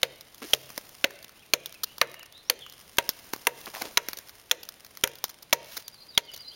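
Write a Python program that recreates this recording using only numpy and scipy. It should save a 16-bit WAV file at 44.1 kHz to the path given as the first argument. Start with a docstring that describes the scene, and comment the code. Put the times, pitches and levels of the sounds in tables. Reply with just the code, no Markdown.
"""Still forest air and a faint rustle come first, and almost at once a big knife bites a branch stub, close by.
It chops a fallen log's dry stub about twice a second: noise bursts for breaking fibres, decaying sines for
the ringing branch and blade, and noise decaying in bands for the scatter from the trunks.
Close in, chips tick, crumbs fall, a sleeve rustles and feet shift; far off, two birds sing in gliding tones.
The recorder's limiter squashes each blow, its overload rounds the peaks, and the treble is notched and cut."""
import sys
import numpy as np
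from scipy import signal
from scipy.fft import rfft, irfft
from scipy.io import wavfile

SR = 44100
rng = np.random.default_rng(int(sys.argv[2]) if len(sys.argv) > 2 else 0)


def output_pcm(signal):
    """Save a mono or channel-first signal as 16-bit PCM at the path in sys.argv[1].

    Samples are clipped to [-1, 1] before scaling.
    """
    pcm = np.clip(np.atleast_2d(signal).T, -1, 1) * 32767
    wavfile.write(sys.argv[1], SR, np.round(pcm).astype(np.int16))


N = 288943
TIME = np.arange(N) / SR
HIT = TIME[:SR // 4]   # time axis of one short sound

# Levels in the tables are relative: each layer adds its own trim.
# Still forest air: pitch_hz [Hz], level_db [dB per Hz]
AIR_SPECTRUM = [(12, -36), (25, 2), (45, 0.5), (87, 5.5), (250, 1), (600, 1), (1330, -5.5), (3820, -4),
                (6400, -15.5), (9500, -11), (16000, -29)]
AIR_DB = -59.5

# Sleeve and litter rustle: start_s [s], level_db [dB]
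RUSTLE_LEVEL = [(0.0, -63), (0.25, -64), (0.62, -55.5), (1.09, -59.5), (1.24, -66.5), (1.59, -64),
                (1.81, -63.5), (2.04, -60), (2.24, -73.5), (2.44, -67), (3.1, -58), (3.83, -54.5),
                (4.6, -65.5), (4.87, -64), (5.56, -67), (5.75, -69.5), (6.02, -64.5), (6.55, -64)]
# Its spectrum: pitch_hz [Hz], level_db [dB per Hz]
RUSTLE_SPECTRUM = [(400, 10), (1200, 7.5), (3000, 5), (5500, 6), (9000, 4), (15000, 4.5)]
CLOTH_DB = 4.5   # lift of the rustle above its table
DUST_DB, DUST_FADE_S = -61.5, 0.097   # bark dust shaken loose by each blow
RUB_DB, RUBS_PER_S = 2.0, 130   # spread and rate of the uneven rubbing
CRACKLES_PER_S, CRACKLE_RANGE_DB, CRACKLE_DB = 55, 18, -59

# Blows: start_s [s], bite_s [s, nominal time the edge bites],
# branch_hz and blade_hz [Hz, pitch around which a mode, if close, rings louder],
# crack_hz [Hz], then in dB over 10 ms: crack_db, thick_db (thick fibres), fine_db (fine splinters),
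# branch_db (ring), blade_db (ring), push_db (into the log)
BLOWS = [(0.031, 0.002, 556, 1071, 3620, -19.5, -29, -30.5, -29.5, -33.5, -61),
         (0.534, 0.0036, 545, 980, 3184, -15.5, -28.5, -24.5, -28.5, -53, -31.5),
         (1.0422, 0.0033, 550, 1074, 2840, -19.5, -23, -31, -24, -27, -54),
         (1.5355, 0.0036, 466, 1190, 4390, -18.5, -26.5, -25.5, -29, -33, -54),
         (2.014, 0.0025, 547, 984, 4370, -19.5, -21, -28, -27.5, -27.5, -39),
         (2.4983, 0.0023, 470, 1040, 4490, -20.5, -31, -24.5, -33, -36.5, -56),
         (2.984, 0.0025, 561, 930, 3180, -19.5, -25.5, -25.5, -27.5, -24.5, -43.5),
         (3.4696, 0.0028, 490, 933, 2330, -23, -25.5, -24.5, -29, -26, -58),
         (3.9724, 0.0045, 426, 949, 3955, -19.5, -25, -27, -34.5, -25.5, -36),
         (4.5122, 0.0041, 497, 1030, 3350, -20.5, -27.5, -28, -35.5, -31, -46),
         (5.0373, 0.0037, 545, 923, 3010, -21, -29, -26.5, -31, -31.5, -34),
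         (5.5277, 0.004, 400, 929, 3490, -19, -28.5, -26.5, -25, -24, -36),
         (6.1763, 0.0028, 457, 937, 3300, -15.5, -28.5, -25, -31.5, -29.5, -34.5)]
# Modes of the branch: pitch_hz [Hz], level_db [dB], t60_s [s]
BRANCH_MODES = [(136.7, -28, 0.55), (358, -13, 0.023), (422.6, -5.5, 0.079), (486.3, -4.5, 0.14),
                (564, 0, 0.053), (656, -0.5, 0.032)]
# Modes of the blade: pitch_hz [Hz], level_db [dB], t60_s [s]
BLADE_MODES = [(936.7, -4, 0.065), (1052, 4.5, 0.012), (1408, -4.5, 0.04), (1863, -4, 0.049),
               (1947, -13, 0.05), (2440, -9, 0.011), (2716, 8, 0.014)]
# Ranges of breaking wood, from thick fibres to the finest: low_hz, high_hz
LOW_CRACK, MAIN_CRACK, HIGH_CRACK = (1080, 2400), (2300, 4800), (4400, 6700)
LOW_SNAP, HIGH_SNAP, FIZZ = (1100, 3100), (3000, 6900), (7800, 18000)
USUAL_BITE_S = 0.004
TEAR_DB, TEAR_DB_PER_DOUBLING = 2.0, 15   # coarse splinters above fine ones; longer bites tear more of them

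# Scatter from the trunks: pitch_hz [Hz], level_db [dB per Hz]
ECHO_SPECTRUM = [(130, 10.5), (250, -13), (480, 0), (720, 23.5), (950, -10), (1800, 3), (2700, 3),
                 (5000, 6.5), (7000, -2), (15000, 0)]
# Its decay: pitch_hz [Hz], t60_s [s]
ECHO_DECAY = [(100, 0.85), (480, 0.53), (1500, 1), (4000, 0.54), (15000, 0.2)]

# Crumbs thrown by a blow: flight from, to (s); typical snap, spread, brightness and knock (dB); length (s)
CRUMB_FLIGHT_S = (0.08, 0.40)
CRUMB_DB, CRUMB_SPREAD_DB, CRUMB_BRIGHT_DB, CRUMB_KNOCK_DB, CRUMB_S = -49, 3.5, 7.5, -76, 0.0018

# Sleeve brushing past as the arm swings: start_s [s], length_s [s], level_db [dB]
SLEEVE_SWISHES = [(0.401, 0.28, -52), (3.728, 0.12, -50), (5.644, 0.2, -52.5)]
# Its spectrum: pitch_hz [Hz], level_db [dB per Hz]
SWISH_SPECTRUM = [(500, -3), (1500, 4), (3000, 5), (5600, 7.5), (8000, 0.5), (15000, 4)]

# Feet in the needle litter: start_s [s], length_s [s, nominal], pitch_hz [Hz, crunch], level_db [dB]
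FOOT_SCUFFS = [(0.414, 0.042, 427, -36.5), (0.471, 0.066, 604, -50), (3.655, 0.04, 473, -41.5),
               (3.732, 0.057, 900, -37.5), (3.802, 0.067, 720, -35.5), (3.828, 0.042, 390, -34),
               (4.166, 0.022, 510, -38.5), (5.768, 0.015, 505, -35.5)]
CRUNCHES_PER_S, CRUNCH_RANGE_DB = 260, 16

# Louder splinters, chips and twigs: start_s [s], length_s [s, nominal], level_db [dB, snap],
# bright_db [dB], knock_db [dB]
LOUD_TICKS = [(0.42, 0.01, -49, -4, -40.5), (0.5472, 0.0012, -29, 10, -37),
              (0.702, 0.0032, -43.5, 2.5, -50.5), (0.7775, 0.0018, -30.5, 6, -34),
              (1.1066, 0.0031, -45, -3, -47), (1.244, 0.0027, -44, 36, -54),
              (1.659, 0.0013, -32.5, 14.5, -58), (1.8342, 0.0095, -23.5, 11.5, -47),
              (1.9816, 0.0018, -39, 8, -49), (2.142, 0.0014, -45, -2.5, -70), (2.194, 0.0011, -47, -1, -80),
              (2.229, 0.0039, -46.5, 0, -78), (2.664, 0.00071, -50, -5, -69), (2.97, 0.0023, -42.5, 6, -60),
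              (3.091, 0.00067, -20.5, 8.5, -36), (3.335, 0.00084, -29, 3, -29),
              (3.362, 0.0008, -44, 7, -44), (3.658, 0.0022, -40, 14, -61),
              (3.668, 0.011, -52.5, -11.5, -39), (3.7498, 0.00072, -40, -3.5, -60),
              (3.819, 0.0028, -30, 1, -37), (4.086, 0.00033, -29, 3, -38.5),
              (4.132, 0.00049, -33.5, 4, -51), (4.171, 0.005, -38, 13, -67), (4.187, 0.0013, -37, 6.5, -65),
              (4.6316, 0.0041, -40.5, 38, -55), (4.6888, 0.0022, -36, 9, -66),
              (4.9723, 0.00073, -40.5, 4, -78), (5.0743, 0.0011, -32.5, 0, -43),
              (5.2407, 0.00087, -23.5, 6, -38), (5.293, 0.0083, -40.5, 6, -69),
              (5.426, 0.0052, -44, 13, -70), (5.532, 0.0032, -19, 5.5, -40), (5.768, 0.0092, -31, 5, -62),
              (5.88, 0.002, -36.5, 12, -76), (6.336, 0.012, -39, 23, -52.5), (6.362, 0.0039, -42.5, 9, -62)]

# Far songbird: start_s [s], length_s [s], start_hz, middle_hz, end_hz [Hz], level_db [dB]
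BIRD_WHISTLES = [(1.343, 0.087, 2350, 2990, 3600, -61.5), (1.415, 0.03, 3360, 2650, 2290, -60),
                 (1.733, 0.042, 3100, 2640, 2380, -56.5), (1.851, 0.095, 2700, 2910, 2970, -54),
                 (2.146, .055, 2450, 2845, 2580, -51.5), (2.192, 0.051, 3120, 2790, 2300, -50),
                 (2.316, 0.1, 3300, 3800, 4170, -52), (2.44, 0.085, 4900, 5640, 5750, -62),
                 (2.584, 0.12, 3800, 3110, 2780, -52.5), (5.97, 0.086, 4100, 4200, 4260, -56),
                 (6.122, 0.067, 4100, 3770, 4080, -52.5), (6.276, 0.037, 2800, 3010, 2660, -45),
                 (6.439, 0.062, 4050, 4100, 4330, -49), (6.499, 0.049, 2950, 3170, 3920, -52.5)]
WAVER_PER_S = 0.42   # relative pitch flutter per second of note length
# A second bird's trill: one arched note, repeated evenly and growing louder
TRILL_START_S, TRILL_STEP_S, TRILL_NOTE_S = 5.836, 0.0786, 0.054
TRILL_ARCH_HZ = (4600, 4780, 3890)   # start, middle, end
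TRILL_DB, TRILL_RISE_DB_PER_S = -54.5, 11   # first note before the song trim, then the rise
TWINKLE_DB, TWINKLES_PER_S = 3.5, 170

NOTCH_HZ, NOTCH_Q, CUTOFF_HZ = 7900, 5.5, 16100


def from_db(db):
    """Decibels to gain."""
    return 10 ** (np.asarray(db) / 20)


def rms_one(x):
    """Scale to rms 1."""
    return x / np.sqrt(np.mean(x ** 2) + 1e-20)


def sized(x, db):
    """Give a short sound the energy of 10 ms at this level."""
    return from_db(db) * x / np.sqrt(np.sum(x ** 2) / (SR / 100) + 1e-20)


def add(out, start_s, x):
    """Mix x into out from start_s on."""
    i = int(np.clip(round(start_s * SR), 0, N - 1))
    out[i:i + len(x)] += x[:N - i]


def band(x, low_hz, high_hz, order=2):
    """Causal band-pass."""
    sos = signal.butter(order, [low_hz, min(high_hz, 0.47 * SR)], "band", fs=SR, output="sos")
    return signal.sosfilt(sos, x + 1e-18)


def at_hz(points, hz):
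    """Read a table on a log-frequency axis."""
    points = np.array(points)
    return np.interp(np.log(hz), np.log(points[:, 0]), points[:, 1])


def drift(rate):
    """Random wandering through `rate` knots a second, spread 1."""
    knots = rng.standard_normal(int(TIME[-1] * rate) + 2)
    return rms_one(np.interp(TIME * rate, np.arange(len(knots)), knots))


def coloured(spectrum):
    """Steady noise with a given spectrum; rms 1."""
    hz = np.fft.rfftfreq(N, 1 / SR) + 1
    noise = rng.standard_normal(N)
    return rms_one(irfft(rfft(noise) * from_db(at_hz(spectrum, hz)), N))


def grains(size, spread_db):
    """Dense tiny fractures of unequal strength."""
    strength = np.clip(rng.standard_normal(size), -2, 2)
    return rng.standard_normal(size) * from_db(spread_db * strength)


def fracture(length, fade_s, tail_db, tail_s):
    """Fibres break while the stress lasts, then the wood settles with a faint crumble."""
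    breaking = np.exp(-np.maximum(HIT - length, 0) / fade_s)
    settling = from_db(tail_db) * np.exp(-HIT / tail_s)
    return (breaking + settling) * grains(len(HIT), spread_db=0.5)


def air():
    """Still forest air: steady noise, strongest in the bass."""
    return from_db(AIR_DB) * coloured(AIR_SPECTRUM)


def crackle(level):
    """Tiny fractures in rubbed cloth and litter; the more movement, the more of them."""
    born = rng.random(N) < CRACKLES_PER_S * level / level.mean() / SR
    sizes = from_db(-CRACKLE_RANGE_DB * rng.random(N)) * rng.choice([-1, 1], N)
    snap = fracture(0.00016, fade_s=0.0017, tail_db=-12, tail_s=0.005)
    snaps = signal.fftconvolve(born * sizes, snap)[:N]
    return from_db(CRACKLE_DB) * rms_one(band(snaps, 1600, 13000, order=1))


def swishes():
    """The sleeve brushes past as the arm swings: noise that swells and dies, roughened by a fast drift."""
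    brushing = np.zeros(N)
    for start_s, length_s, level_db in SLEEVE_SWISHES:
        progress = np.clip((TIME - start_s) / length_s, 0, 1)
        brushing += from_db(level_db) * np.sin(np.pi * progress)
    roughness = from_db(8.0 + 2.2 * drift(220))
    return roughness * brushing * coloured(SWISH_SPECTRUM)


def rustle():
    """Cloth rubs as the arm swings and dust trickles after each blow, both as unevenly rubbed noise."""
    dust = np.zeros(N)
    for start_s, *_ in BLOWS:
        dust += from_db(DUST_DB) * (TIME > start_s) * np.exp(-np.abs(TIME - start_s) / DUST_FADE_S)
    cloth = from_db(np.interp(TIME, *np.transpose(RUSTLE_LEVEL)) + CLOTH_DB)
    level = np.hypot(cloth, dust)
    rubbed = level * coloured(RUSTLE_SPECTRUM) + swishes()
    return rubbed * from_db(RUB_DB * drift(RUBS_PER_S)) + crackle(level)


def ring(modes, favoured_hz, favour_db, spread_db, detune):
    """Struck modes; one close to the favoured pitch rings louder, and each strength and pitch varies at random."""
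    hz, db, t60 = np.transpose(modes)[:, :, None]
    strength, shift = rng.standard_normal((2, len(modes), 1))
    closeness = np.exp(-(np.log(hz / favoured_hz) / 0.013) ** 2)
    db = db + spread_db * strength + favour_db * closeness
    signs = (-1) ** np.arange(len(modes))[:, None]   # neighbouring modes start in opposite phase
    tones = np.sin(2 * np.pi * hz * (1 + detune * shift) * HIT)
    return np.sum(signs * from_db(db - 60 * HIT / t60) * tones, axis=0)


def log_return(start_hz, end_hz, glide_s, width_hz, t60):
    """Bending waves run along the log and come back; the slow low ones arrive last, so the note sags."""
    hz = end_hz + (start_hz - end_hz) * np.exp(-HIT / glide_s)
    phase = 2 * np.pi * np.cumsum(hz) / SR
    lowpass = signal.butter(2, width_hz / 2, fs=SR, output="sos")
    scatter = signal.sosfilt(lowpass, rng.standard_normal((2, len(HIT))))
    note = scatter[0] * np.cos(phase) + scatter[1] * np.sin(phase)   # a narrow band of noise around hz
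    return note * from_db(-60 * HIT / t60)


def chops():
    """The edge pushes the log, breaks fibres, and sets branch and blade ringing."""
    out = np.zeros(N)
    for (start_s, bite_s, branch_hz, blade_hz, _, crack_db, thick_db, fine_db,
         branch_db, blade_db, push_db) in BLOWS:
        tear_db = fine_db + TEAR_DB + TEAR_DB_PER_DOUBLING * np.log2(bite_s / USUAL_BITE_S)
        force = fracture(1.18 * bite_s, fade_s=0.00074, tail_db=-14.5, tail_s=0.012)
        # the wood around the cut gives way more slowly
        flex = fracture(0.81 * bite_s, fade_s=0.0022, tail_db=-11, tail_s=0.016)
        push = sized(band(np.exp(-HIT / 0.0003), 27, 490, order=1), push_db - 6.5)
        thick = sized(band(flex, *LOW_CRACK, order=3), thick_db)
        crack = sized(band(force, *MAIN_CRACK), crack_db - 3.5)
        coarse = sized(band(force, *HIGH_CRACK, order=3), tear_db)
        fine = sized(band(force, *FIZZ, order=3), fine_db)
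        branch = ring(BRANCH_MODES, branch_hz, favour_db=7.5, spread_db=5.0, detune=0.025)
        branch = sized(branch, branch_db - 2.5)
        thud = sized(band(flex, 306, 1200), branch_db - 5.0)
        returning = log_return(639.4, 390.0, glide_s=0.054, width_hz=202, t60=0.29)
        returning = sized(returning, 0.5 * branch_db - 24.5)
        blade = ring(BLADE_MODES, blade_hz, favour_db=9.0, spread_db=1.0, detune=0.014)
        blade = sized(blade, blade_db - 0.5)
        add(out, start_s, push + thick + crack + coarse + fine + branch + thud + returning + blade)
    return out


def stub_note(hz, length, fade_s):
    """The short stub shrills at one pitch while the edge is biting, then fades."""
    onset = 1 - np.exp(-HIT / 0.0001)
    fade = np.exp(-np.maximum(HIT - length, 0) / fade_s)
    return np.sin(2 * np.pi * hz * HIT) * onset * fade


def stub():
    """The stub's shrill note gives each crack its pitch; it is heard only close by."""
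    out = np.zeros(N)
    for start_s, bite_s, _, _, crack_hz, crack_db, *_ in BLOWS:
        add(out, start_s, sized(stub_note(crack_hz, 0.4 * bite_s, fade_s=0.0009), crack_db - 1.5))
    return out


def forest(x, build_s):
    """Diffuse scatter from trunks: noise that builds up, and dies band by band."""
    t = TIME[:SR]
    echo = np.zeros(SR)
    edges = np.geomspace(60, 17000, 15)
    for low, high in zip(edges, edges[1:]):
        hz = np.sqrt(low * high)
        decay_db = at_hz(ECHO_SPECTRUM, hz) - 60 * t / at_hz(ECHO_DECAY, hz)
        echo += band(rng.standard_normal(SR), low, high) * from_db(decay_db)
    echo *= 1 - np.exp(-t / build_s)
    return signal.fftconvolve(x, echo / np.sqrt(np.sum(echo ** 2)))[:N]


def tick(length, db, bright_db, knock_db):
    """One small dry snap over a dull knock; the brighter it is, the less of its low part."""
    force = fracture(1.04 * length, fade_s=0.00079, tail_db=-13.5, tail_s=0.0097)
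    body = fracture(length, fade_s=0.0013, tail_db=-25, tail_s=0.011)
    knock = sized(band(body, 202, 1100), knock_db)
    low_snap = sized(band(force, *LOW_SNAP), db - bright_db)
    high_snap = sized(band(force, *HIGH_SNAP), db)
    fizz = sized(band(force, *FIZZ), db - 0.74)
    return knock + low_snap + high_snap + fizz


def crumbs(count):
    """Every blow throws a few crumbs of wood that land faintly in the litter."""
    out = np.zeros(N)
    for start_s, *_ in BLOWS:
        flights = rng.uniform(*CRUMB_FLIGHT_S, count)
        for flight_s, (size, tone) in zip(flights, rng.standard_normal((count, 2))):
            landing = tick(CRUMB_S, CRUMB_DB, CRUMB_BRIGHT_DB + 3 * tone, CRUMB_KNOCK_DB)
            add(out, start_s + flight_s, from_db(CRUMB_SPREAD_DB * size) * landing)
    return out


def scuffs():
    """A sole presses into the litter: twigs and bark give way one by one, a dull crunch that swells and dies."""
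    out = np.zeros(N)
    for start_s, length_s, pitch_hz, level_db in FOOT_SCUFFS:
        age = HIT / (0.37 * length_s)
        chance, size, sign = rng.random((3, len(HIT)))
        snaps = (chance < CRUNCHES_PER_S / SR) * from_db(-CRUNCH_RANGE_DB * size) * np.sign(sign - 0.5)
        crush = rms_one(snaps) + from_db(-10) * grains(len(HIT), spread_db=5.0)
        pitched = rms_one(band(crush, 0.62 * pitch_hz, 1.4 * pitch_hz))
        broad = from_db(1) * rms_one(band(crush, 520, 4300, order=1))
        swell = age * np.exp(1 - age)
        add(out, start_s, from_db(level_db - 7) * swell * (pitched + broad))
    return out


def ticks():
    """A splinter tears off, a chip lands, the blade clips a twig: each a small snap."""
    out = np.zeros(N)
    for start_s, *snap in LOUD_TICKS:
        add(out, start_s, tick(*snap))
    return out


def whistle(length, pitches, waver):
    """One slurred note through three pitches; a fast flutter of pitch makes it buzzy."""
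    u = np.linspace(0, 1, int(length * SR))
    flutter_hz = 210 * (1 + 0.54 * drift(401)[:len(u)])
    flutter = np.sin(2 * np.pi * np.cumsum(flutter_hz) / SR)
    slur_hz = np.polyval(np.polyfit([0, 0.5, 1], pitches, 2), u)
    phase = 2 * np.pi * np.cumsum(slur_hz * (1 + waver * flutter)) / SR
    return np.sqrt(2) * np.sin(np.pi * u) * np.sin(phase)


def birds():
    """Two birds far off; the many paths between the trunks make their notes twinkle, as a fast level drift."""
    out = np.zeros(N)
    for start_s, length_s, start_hz, middle_hz, end_hz, level_db in BIRD_WHISTLES:
        note = whistle(length_s, [start_hz, middle_hz, end_hz], WAVER_PER_S * length_s)
        add(out, start_s, from_db(level_db) * note)
    for start_s in np.arange(TRILL_START_S, TIME[-1], TRILL_STEP_S):
        level_db = TRILL_DB + TRILL_RISE_DB_PER_S * (start_s - TRILL_START_S)
        add(out, start_s, from_db(level_db) * whistle(TRILL_NOTE_S, TRILL_ARCH_HZ, waver=0.01))
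    return out * from_db(TWINKLE_DB * drift(TWINKLES_PER_S) + 1.0)


def scene():
    """Near blows with a faint echo, far birds with a stronger one, and the air; one channel."""
    wood = from_db(4.5) * chops() + ticks() + crumbs(count=3)
    song = birds()
    near = wood + stub() + scuffs() + rustle() + from_db(-29.0) * forest(wood, build_s=0.038)
    far = song + from_db(-10) * forest(song, build_s=0.0031)
    return (near + far + air())[None]


def limiter(x, threshold_db, release_db_per_s, attack_s):
    """Gain drops on each peak and creeps back, so the background ducks after a blow."""
    over = np.maximum(20 * np.log10(np.abs(x) + 1e-9) - threshold_db, 0)
    release = release_db_per_s * TIME
    held = np.maximum.accumulate(over + release, axis=-1) - release   # peak hold falling at a steady rate
    r = np.exp(-1 / (attack_s * SR))
    return x * from_db(-signal.lfilter([1 - r], [1, -r], held))


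def record(dry):
    """Limiter, overload of the peaks it lets through, a notch in the treble, and the top cut."""
    x = limiter(dry, threshold_db=-6.5, release_db_per_s=57.0, attack_s=0.011)
    ceiling = 0.5
    x = x / (1 + (x / ceiling) ** 6) ** (1 / 6)   # rounds off towards the ceiling
    x = signal.lfilter(*signal.iirnotch(NOTCH_HZ, NOTCH_Q, fs=SR), x)
    return signal.sosfilt(signal.ellip(10, 0.3, 70, CUTOFF_HZ, fs=SR, output="sos"), x)


dry = scene()
out = record(dry)
output_pcm(out)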